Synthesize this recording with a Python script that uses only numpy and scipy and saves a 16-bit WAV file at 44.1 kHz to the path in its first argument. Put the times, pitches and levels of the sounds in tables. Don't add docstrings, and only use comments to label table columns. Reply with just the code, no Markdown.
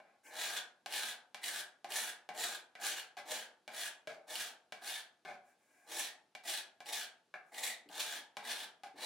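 import sys
import numpy as np
from scipy import signal
from scipy.fft import rfft, irfft, next_fast_len
from scipy.io import wavfile

SR = 44100
rng = np.random.default_rng(int(sys.argv[2]) if len(sys.argv) > 2 else 0)


def pcm_store(signal):
    levels = np.round(np.clip(np.atleast_2d(signal), -1, 1) * 32767)
    wavfile.write(sys.argv[1], SR, levels.astype(np.int16).T)


N = 399105
TIME = np.arange(N) / SR

AIR_DB = -81
EDGE_HZ = 15900
# [f/Hz, relative level per Hz/dB]
AIR_SPECTRUM = [(30, -28), (60, -13.5), (130, -2), (280, 5), (550, 1), (800, -19), (1100, -1.5), (2000, -7),
                (4000, -6.5), (8000, -14.5), (11800, -16.5), (13000, -53)]
# [f/Hz, t60/s]
ROOM_DECAY = [(150, 0.51), (700, 0.59), (1700, 0.35), (4000, 0.27), (8000, 0.24), (15000, 0.13)]
# [f/Hz, side re middle level/dB]
STEREO_WIDTH = [(120, -22.5), (300, -17), (600, -14.5), (1100, -10.5), (2200, -8), (4000, -6.5),
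                (8000, -3.5), (13000, -1.5)]
# [f/Hz, left re right level/dB]
STEREO_LEAN = [(200, -0.5), (600, 2), (1000, 1.2), (2000, 1), (4000, 0), (12000, -1)]

# [t/s, level/dB]
BUMP_TIMES = [(4.312, -37), (7.857, -31), (8.158, -34.5), (8.61, -33.5), (8.94, -31)]
# [f/Hz, relative level per Hz/dB]
THUD_SPECTRUM = [(60, -10), (130, 1), (220, 8.5), (330, 14), (550, 0), (1200, -31), (4000, -60)]
# [t/s, length/s, level before the part trims/dB]
GRAZE_TIMES = [(0.224, 0.1, -57.5), (5.425, 0.13, -73.5), (5.53, 0.27, -77), (5.676, 0.3, -72.5),
               (7.427, 0.13, -77)]
# [t/s, level/dB]
FLAKE_TIMES = [(.266, -40), (.924, -19), (.937, -18), (.963, -18), (1.44, -15), (1.907, -28), (1.92, -16.5),
               (2.348, -34), (2.924, -24), (4.355, -14), (6.859, -29), (7.545, -27), (7.889, -34)]

# [t/s, leg level/dB, blade level/dB, tick level/dB, skid length/s, skid re blow before trim/dB,
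# most excited leg f/Hz, most excited blade f/Hz]
TAP_TIMES = [(0.001, -28, -32.5, -44, 0.17, -5, 680, 1540),
             (0.8607, -19, -20.5, -18.5, 0.039, -13, 726, 1670),
             (1.3456, -21.5, -20.5, -21, 0.08, -10.5, 814, 1950),
             (1.8447, -19, -23.5, -25, 0.045, -7, 716, 1830),
             (2.29, -15.5, -18, -24.5, 0.044, -9, 746, 2240),
             (2.753, -26.5, -24, -30.5, 0.075, -5.5, 703, 2080),
             (3.169, -23.5, -24.5, -25, 0.047, 3.5, 730, 1630),
             (3.678, -20.5, -20, -23, 0.13, -4, 696, 2280),
             (4.073, -15.5, -19.5, -22, 0.086, -3, 640, 1520),
             (4.723, -19.5, -20, -21.5, 0.12, -12, 714, 1760),
             (5.2501, -20, -22, -28, 0.11, 2.5, 712, 2270),
             (6.351, -24, -19.5, -24.5, 0.036, -33, 733, 2330),
             (6.8045, -25, -25.5, -29, 0.038, -8, 715, 2300.0),
             (7.34, -21, -18.5, -32, 0.028, -2.5, 700, 1570),
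             (8.3692, -16, -18, -19.5, 0.067, -9, 830, 2030),
             (8.835, -20, -26.5, -26.5, 0.055, -2.5, 776, 1790)]
# [f/Hz, relative level per Hz/dB]
TICK_SPECTRUM = [(1000, -35.5), (2600, 1), (3300, 2.5), (4300, -0.5), (5500, -5.5), (8000, -11),
                 (11000, -14), (15800, -27.5)]
# [f/Hz, width/Hz, relative level/dB]
PING_MODES = [(2249, 74, 6.5), (2760, 140, -4)]
# [f/Hz, width/Hz, relative level/dB]
LEG_MODES = [(154, 63, -30.5), (236.5, 15, -16), (354.6, 38, -11), (465, 72, -9.5), (520, 93, -6.5),
             (619, 42.5, -5), (702, 76.4, -0.5), (743.5, 69, -5.5), (857, 54, 0), (884, 400, -10),
             (1114, 55, -9)]
# [f/Hz, width/Hz, relative level/dB]
BLADE_MODES = [(1590, 94, 5.5), (1798, 78, -1), (1996, 87, 0), (2297, 132, 5.5), (2700, 320, -4.5)]

# [t/s, time to full bite/s, hold/s, rasp level at full bite/dB, sag over the hold/dB,
# leg re rasp level/dB, blade re rasp level/dB, fizz re rasp level/dB,
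# bent blade f/Hz, eased blade f/Hz, rasp f at the bite/Hz, sizzle of the edge f/Hz]
STROKE_TIMES = [ (0.3, 0.14, 0.13, -43, -3.5, -8, -3.5, -2, 1705, 1614, 3840, 6650),
                (0.872, 0.095, .14, -42.5, -4.5, -9, -5.5, -1.5, 1790, 1600, 3800, 9640),
                (1.407, 0.057, .13, -44.5, -2, -10, -2.5, 0.5, 1980, 1625, 3760, 8500),
                (1.883, 0.079, .13, -42.5, -5.5, -7, -4, 2, 1730, 1670, 3690, 10100),
                (2.334, 0.09, .13, -43.5, -7, -5, -5.5, .5, 1760, 1600, 3830, 7300),
                (2.791, 0.069, .13, -41, -7, -8.5, -6, 0, 1630, 1640, 3280, 6560),
                (3.248, .085, .092, -44, -8, -4.5, -6.5, -0.5, 1800, 1650, 3370, 6800),
                (3.705, .11, 0.058, -45, -3.5, -9.5, -4, 0, 1760, 1640, 3400, 9900),
                (4.264, .076, .14, -47, -5.5, -4.5, -5.5, 0.5, 1760, 1640, 3570, 5400),
                (4.81, 0.078, .1, -43, -6, -9.5, -6, -1.5, 1680, 1684, 3570, 10200),
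                (5.86, 0.14, 0.067, -42.5, -6.5, -7, -7, 1.5, 1735, 1840, 3450, 5470),
                (6.429, 0.083, 0.068, -41, -5, -10.5, -8.5, -1, 1830, 1676, 3460, 8800),
                (6.842, .11, 0.081, -41.5, -7, -10, -7.5, -0.5, 1850, 1640, 3450, 5300),
                (7.515, 0.13, 0.065, -43, -4, -8.5, -3, 1.5, 1960, 1950, 3820, 7700),
                (7.891, 0.11, 0.17, -44.5, -3.5, -8.5, -7, -2.5, 1650, 1680, 3770, 6600),
                (8.421, 0.082, 0.13, -43.5, -5, -7, -7.5, -4, 1780, 1640, 3640, 8900),
                (8.952, 0.13, .06, -42, -7, -9, -7.5, -4.5, 1820, 2080, 4020, 8800)]
# [centre t/s, length/s, level/dB]
CATCH_TIMES = [(0.526, 0.11, -3), (0.59, 0.076, 7), (0.986, 0.078, -0.5), (1.521, 0.071, -5),
               (2.946, 0.067, -7.5), (2.994, 0.022, 5), (4.408, 0.075, 7.5), (5.968, 0.079, -3),
               (6.914, 0.035, -11.5), (7.613, 0.05, -9.5), (7.977, 0.073, -4), (8.013, 0.069, 6),
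               (8.517, 0.024, 5)]
# [f/Hz, relative level per Hz/dB]
RASP_SPECTRUM = [(1500, -47.5), (2200, 3), (2800, 4), (4200, 7.5), (4900, -0.5), (5600, 0), (7500, -28)]
FIZZ_SPECTRUM = [(3500, -35.5), (5000, -6.5), (5700, -2), (7200, 0.5), (8000, -0.5), (9000, -1.5),
                 (10300, -1), (11500, -5.5), (13500, -8.5), (15800, -8.5)]
# [level at first touch/dB, share of the sag, fall after letting up/(dB/s)]
RASP_PRESSURE = (-28.5, 0.85, 370)
LEG_PRESSURE = (-9.5, 1.48, 182)
BLADE_PRESSURE = (-19, 0.36, 285)
FIZZ_PRESSURE = (-29, 1.26, 540)
BITE_CURVE, SETTLE_CURVE = 2, 1.97
TOUCH_S, RELEASE_S, LIFT_S = 0.0085, 0.115, 0.0067
UNBEND_S, RASP_SAG_HZ_PER_S = 0.042, 2700
FREE_WIDTH_HZ, FREE_BLADE, FREE_RASP = 200, 0.75, 0.4


def amp(db):
    return 10 ** (np.asarray(db) / 20)


def evened(x):
    return x / np.sqrt(np.mean(x ** 2) + 1e-20)


def read(points, hz):
    f, value = np.transpose(points)
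    return np.interp(np.log(hz + 1), np.log(f + 1), value)


def add(mix, s, sound):
    part = mix[max(round(s * SR), 0):][:len(sound)]
    part += sound[:len(part)]


def through(x, response):
    return signal.oaconvolve(x, response / np.linalg.norm(response))[:N]


def colour(x, spectrum, size=4096):
    log_gain = np.log(amp(read(spectrum, abs(np.fft.fftfreq(size, 1 / SR)))))
    minimum_phase = np.exp(np.conj(signal.hilbert(log_gain)))
    return through(x, np.fft.ifft(minimum_phase).real[:size // 2])


def ring(x, modes, size=4096):
    t = np.arange(size) / SR
    response = np.zeros(size)
    for k, (hz, width, db) in enumerate(modes):
        decay = np.exp(-np.pi * width * t)
        response += (-1) ** k * amp(db) * width * decay * np.sin(2 * np.pi * hz * t)
    return through(x, response)


def resonate(x, hz, width):
    angle = 2 * np.pi * np.cumsum(hz) / SR
    angle = (angle % (2 * np.pi)).astype(np.float32)
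    pole = np.exp(-np.pi * width / SR)
    turn = np.array([np.cos(angle), np.sin(angle)])
    slow = signal.lfilter([1], np.poly([pole, pole]), x * turn)
    return evened((turn * slow).sum(0))


def wander(rate):
    lowpass = signal.butter(2, rate, fs=SR, output="sos")
    return evened(signal.sosfilt(lowpass, rng.standard_normal(N)))


def grit(per_s, spread_db, crackle):
    size = amp(spread_db * np.minimum(rng.exponential(1, N), 5)) * rng.choice([-1, 1], N)
    cracks = size * (rng.random(N) < per_s / SR)
    share = np.clip(crackle, 0, 1)
    return np.sqrt(share) * evened(cracks) + np.sqrt(1 - share) * rng.standard_normal(N)


def blows(rows):
    out = np.zeros(N)
    for s, db in rows:
        add(out, s, amp([db]))
    return out


def crumble(x, fade_s, size=4096):
    age = np.arange(size) / SR
    return through(x, rng.standard_normal(size) * np.exp(-age / abs(fade_s)))


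def favoured(modes, centre_hz, fall_db):
    return [(hz, w, db - fall_db * abs(np.log2(hz / centre_hz))) for hz, w, db in modes]


def quiet_air():
    return amp(AIR_DB) * colour(rng.standard_normal(N), AIR_SPECTRUM)


def reflections(early_t60=0.057, early_db=-2, late_db=-3.0, gap_s=0.0015, build_s=0.0086, size=24000):
    age = np.arange(size) / SR
    hz, t, bands = signal.stft(rng.standard_normal(size), SR, nperseg=256)
    t60 = read(ROOM_DECAY, hz)[:, None]
    late = signal.istft(bands * amp(-60 * t / t60) / np.sqrt(t60), SR, nperseg=256)[1][:size]
    late *= 1 - np.exp(-age / build_s)
    early = rng.standard_normal(size) * (rng.random(size) < 0.08) * (age > gap_s)
    early *= np.exp(-np.log(1000) * age / early_t60)
    return amp(early_db) * early / np.linalg.norm(early) + amp(late_db) * late / np.linalg.norm(late)


def workshop(x, changes_per_s=12, count=4):
    middle, side = np.zeros((2, N))
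    for k in range(count):
        away = abs((TIME * changes_per_s - k + count / 2) % count - count / 2)
        part = x * np.cos(np.pi / 2 * np.minimum(away, 1))
        middle += signal.oaconvolve(part, reflections())[:N]
        side += signal.oaconvolve(part, reflections())[:N]
    return np.std(x) * evened(x + middle), np.std(x) * evened(side)


def bumping():
    return colour(crumble(blows(BUMP_TIMES), fade_s=0.031), THUD_SPECTRUM)


def grazing(blade_db=-2, fizz_db=-6, leg_db=-4):
    touch = np.zeros(N)
    for s, length, db in GRAZE_TIMES:
        add(touch, s, amp(db) * signal.windows.tukey(max(int(length * SR), 2), 0.8))
    rub = touch * rng.standard_normal(N)
    blade = amp(blade_db) * ring(rub, favoured(BLADE_MODES, 1500, 7.5))
    fizz = amp(fizz_db) * colour(rub, FIZZ_SPECTRUM)
    return blade + fizz + amp(leg_db) * ring(rub, LEG_MODES)


def flaking(fizz_db=-4):
    snaps = crumble(blows(FLAKE_TIMES), fade_s=0.0014)
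    return colour(snaps, TICK_SPECTRUM) + amp(fizz_db) * colour(snaps, FIZZ_SPECTRUM)


def tapping(skid_db=2, skid_tick_db=-3, leg_db=0, blade_db=0, tick_db=0, leg_fall_db=4, blade_fall_db=12,
            pressed_hz=1650, dulling=0.2, ping_db=-1):
    out = np.zeros(N)
    judder = grit(per_s=700, spread_db=2, crackle=0.8)
    pressed = [(hz, 2 * w, db) for hz, w, db in favoured(BLADE_MODES, pressed_hz, blade_fall_db)]
    for s, leg, blade, tick, length, drag_db, leg_hz, blade_hz in TAP_TIMES:
        count = max(int(length * SR), 2)
        skid = judder[max(round(s * SR), 0):][:count] * np.sqrt(np.linspace(1, 0, count))
        skid = amp(drag_db + skid_db) * skid / np.linalg.norm(skid)
        blow = signal.unit_impulse(count) / np.sqrt(1 + np.sum(skid ** 2))
        knock = favoured(LEG_MODES, leg_hz, leg_fall_db) + [(leg_hz, 90, 4)]
        steel = ring(blow, favoured(BLADE_MODES, blade_hz, blade_fall_db))
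        steel = steel + ring(skid, pressed) + amp(ping_db) * ring(blow, PING_MODES)
        add(out, s, amp(leg + leg_db) * ring(blow + skid, knock))
        add(out, s, amp(blade + blade_db) * steel)
        tilt = dulling * (tick - blade)
        snap = [(hz, db + tilt * np.log2(max(hz / 3500, 1))) for hz, db in TICK_SPECTRUM]
        add(out, s, amp(tick + tick_db) * colour(blow + amp(skid_tick_db) * skid, snap))
    return out


def pulling():
    gains, pitches, progress = np.zeros((4, N)), np.full((3, N), 1000.), np.zeros(N)
    follows = [RASP_PRESSURE, LEG_PRESSURE, BLADE_PRESSURE, FIZZ_PRESSURE]
    for (start, bite, hold, peak_db, sag_db, leg_db, blade_db, fizz_db,
         bent_hz, eased_hz, rasp_hz, sizzle_hz) in STROKE_TIMES:
        length = bite + hold + RELEASE_S
        span = slice(max(round(start * SR), 0), round((start + length + LIFT_S) * SR))
        t = TIME[span] - start
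        slack = np.clip(1 - t / bite, 0, 1) ** BITE_CURVE
        settled = 1 - np.clip(1 - (t - bite) / hold, 0, 1) ** SETTLE_CURVE
        released_s = np.maximum(t - bite - hold, 0)
        contact = np.interp(t, [0, TOUCH_S, length, length + LIFT_S], [0, 1, 1, 0])
        offsets_db = [0, leg_db, blade_db, fizz_db]
        for k, (db, (touch_db, share, fall)) in enumerate(zip(offsets_db, follows)):
            pressure_db = touch_db * slack + share * sag_db * settled - fall * released_s
            gains[k, span] = contact * amp(peak_db + db + pressure_db)
        pitches[0, span] = np.interp(t, [bite, bite + UNBEND_S], [bent_hz, eased_hz])
        pitches[1, span] = rasp_hz - RASP_SAG_HZ_PER_S * np.clip(t - bite, 0, hold)
        pitches[2, span] = sizzle_hz
        progress[span] = np.clip(t / length, 0, 1)
    return gains, pitches, progress


def catching():
    db = np.zeros(N)
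    for s, length, depth_db in CATCH_TIMES:
        add(db, s - length / 2, depth_db * np.hanning(max(int(length * SR), 2)))
    return amp(db)


def scraping(blade_width=560, rasp_width=850, rasp_focus=0.49, sizzle_width=1400, sizzle_db=-9,
             leg_db=0, blade_db=0, rasp_db=0, fizz_db=0):
    (rasp_gain, leg_gain, blade_gain, fizz_gain), (blade_hz, rasp_hz, edge_hz), progress = pulling()
    chatter = evened(amp(2.4 * wander(120) + 0.7 * wander(30)))
    tear = evened(grit(per_s=3000, spread_db=4.0, crackle=0.6) * chatter)
    rub, whisper = rng.standard_normal((2, N)) * chatter
    free = FREE_BLADE * progress
    bend = np.sqrt(1 - free) * resonate(tear, blade_hz, blade_width)
    bend += np.sqrt(free) * resonate(rub, blade_hz, FREE_WIDTH_HZ)
    free = FREE_RASP * progress ** 2
    rasp = evened(colour(tear, RASP_SPECTRUM) + rasp_focus * resonate(rub, rasp_hz, rasp_width))
    rasp = np.sqrt(1 - free) * rasp + np.sqrt(free) * resonate(whisper, rasp_hz, 2 * FREE_WIDTH_HZ)
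    sizzle = amp(sizzle_db) * resonate(whisper, edge_hz, sizzle_width)
    fizz = evened(colour(tear, FIZZ_SPECTRUM) + sizzle)
    grip_hz = np.interp(TIME, [tap[0] for tap in TAP_TIMES], [tap[6] for tap in TAP_TIMES])
    wood = evened(ring(tear, LEG_MODES) + 0.62 * resonate(rub, 1.078 * grip_hz, width=178))
    edge = amp(blade_db) * blade_gain * bend + amp(rasp_db) * rasp_gain * rasp
    edge += amp(fizz_db) * fizz_gain * fizz
    return amp(leg_db) * leg_gain * wood + catching() * edge


def scene(lowcut_hz=150):
    work = bumping() + grazing() + flaking() + tapping() + scraping()
    work = signal.sosfilt(signal.butter(4, lowcut_hz, "high", fs=SR, output="sos"), work)
    middle, side = workshop(work)
    size = next_fast_len(N + 4096, True)
    hz = np.fft.rfftfreq(size, 1 / SR)
    middle = rfft(middle + quiet_air(), size)
    side = rfft(side + quiet_air(), size) * amp(read(STEREO_WIDTH, hz))
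    lean = amp(read(STEREO_LEAN, hz) / 2)
    return irfft(np.array([(middle + side) * lean, (middle - side) / lean]), size)[:, :N]


def record(dry):
    lowpass = signal.firwin(511, EDGE_HZ, window=("kaiser", 9), fs=SR)
    return signal.oaconvolve(dry, lowpass[None], "same")


dry = scene()
out = record(dry)
pcm_store(out)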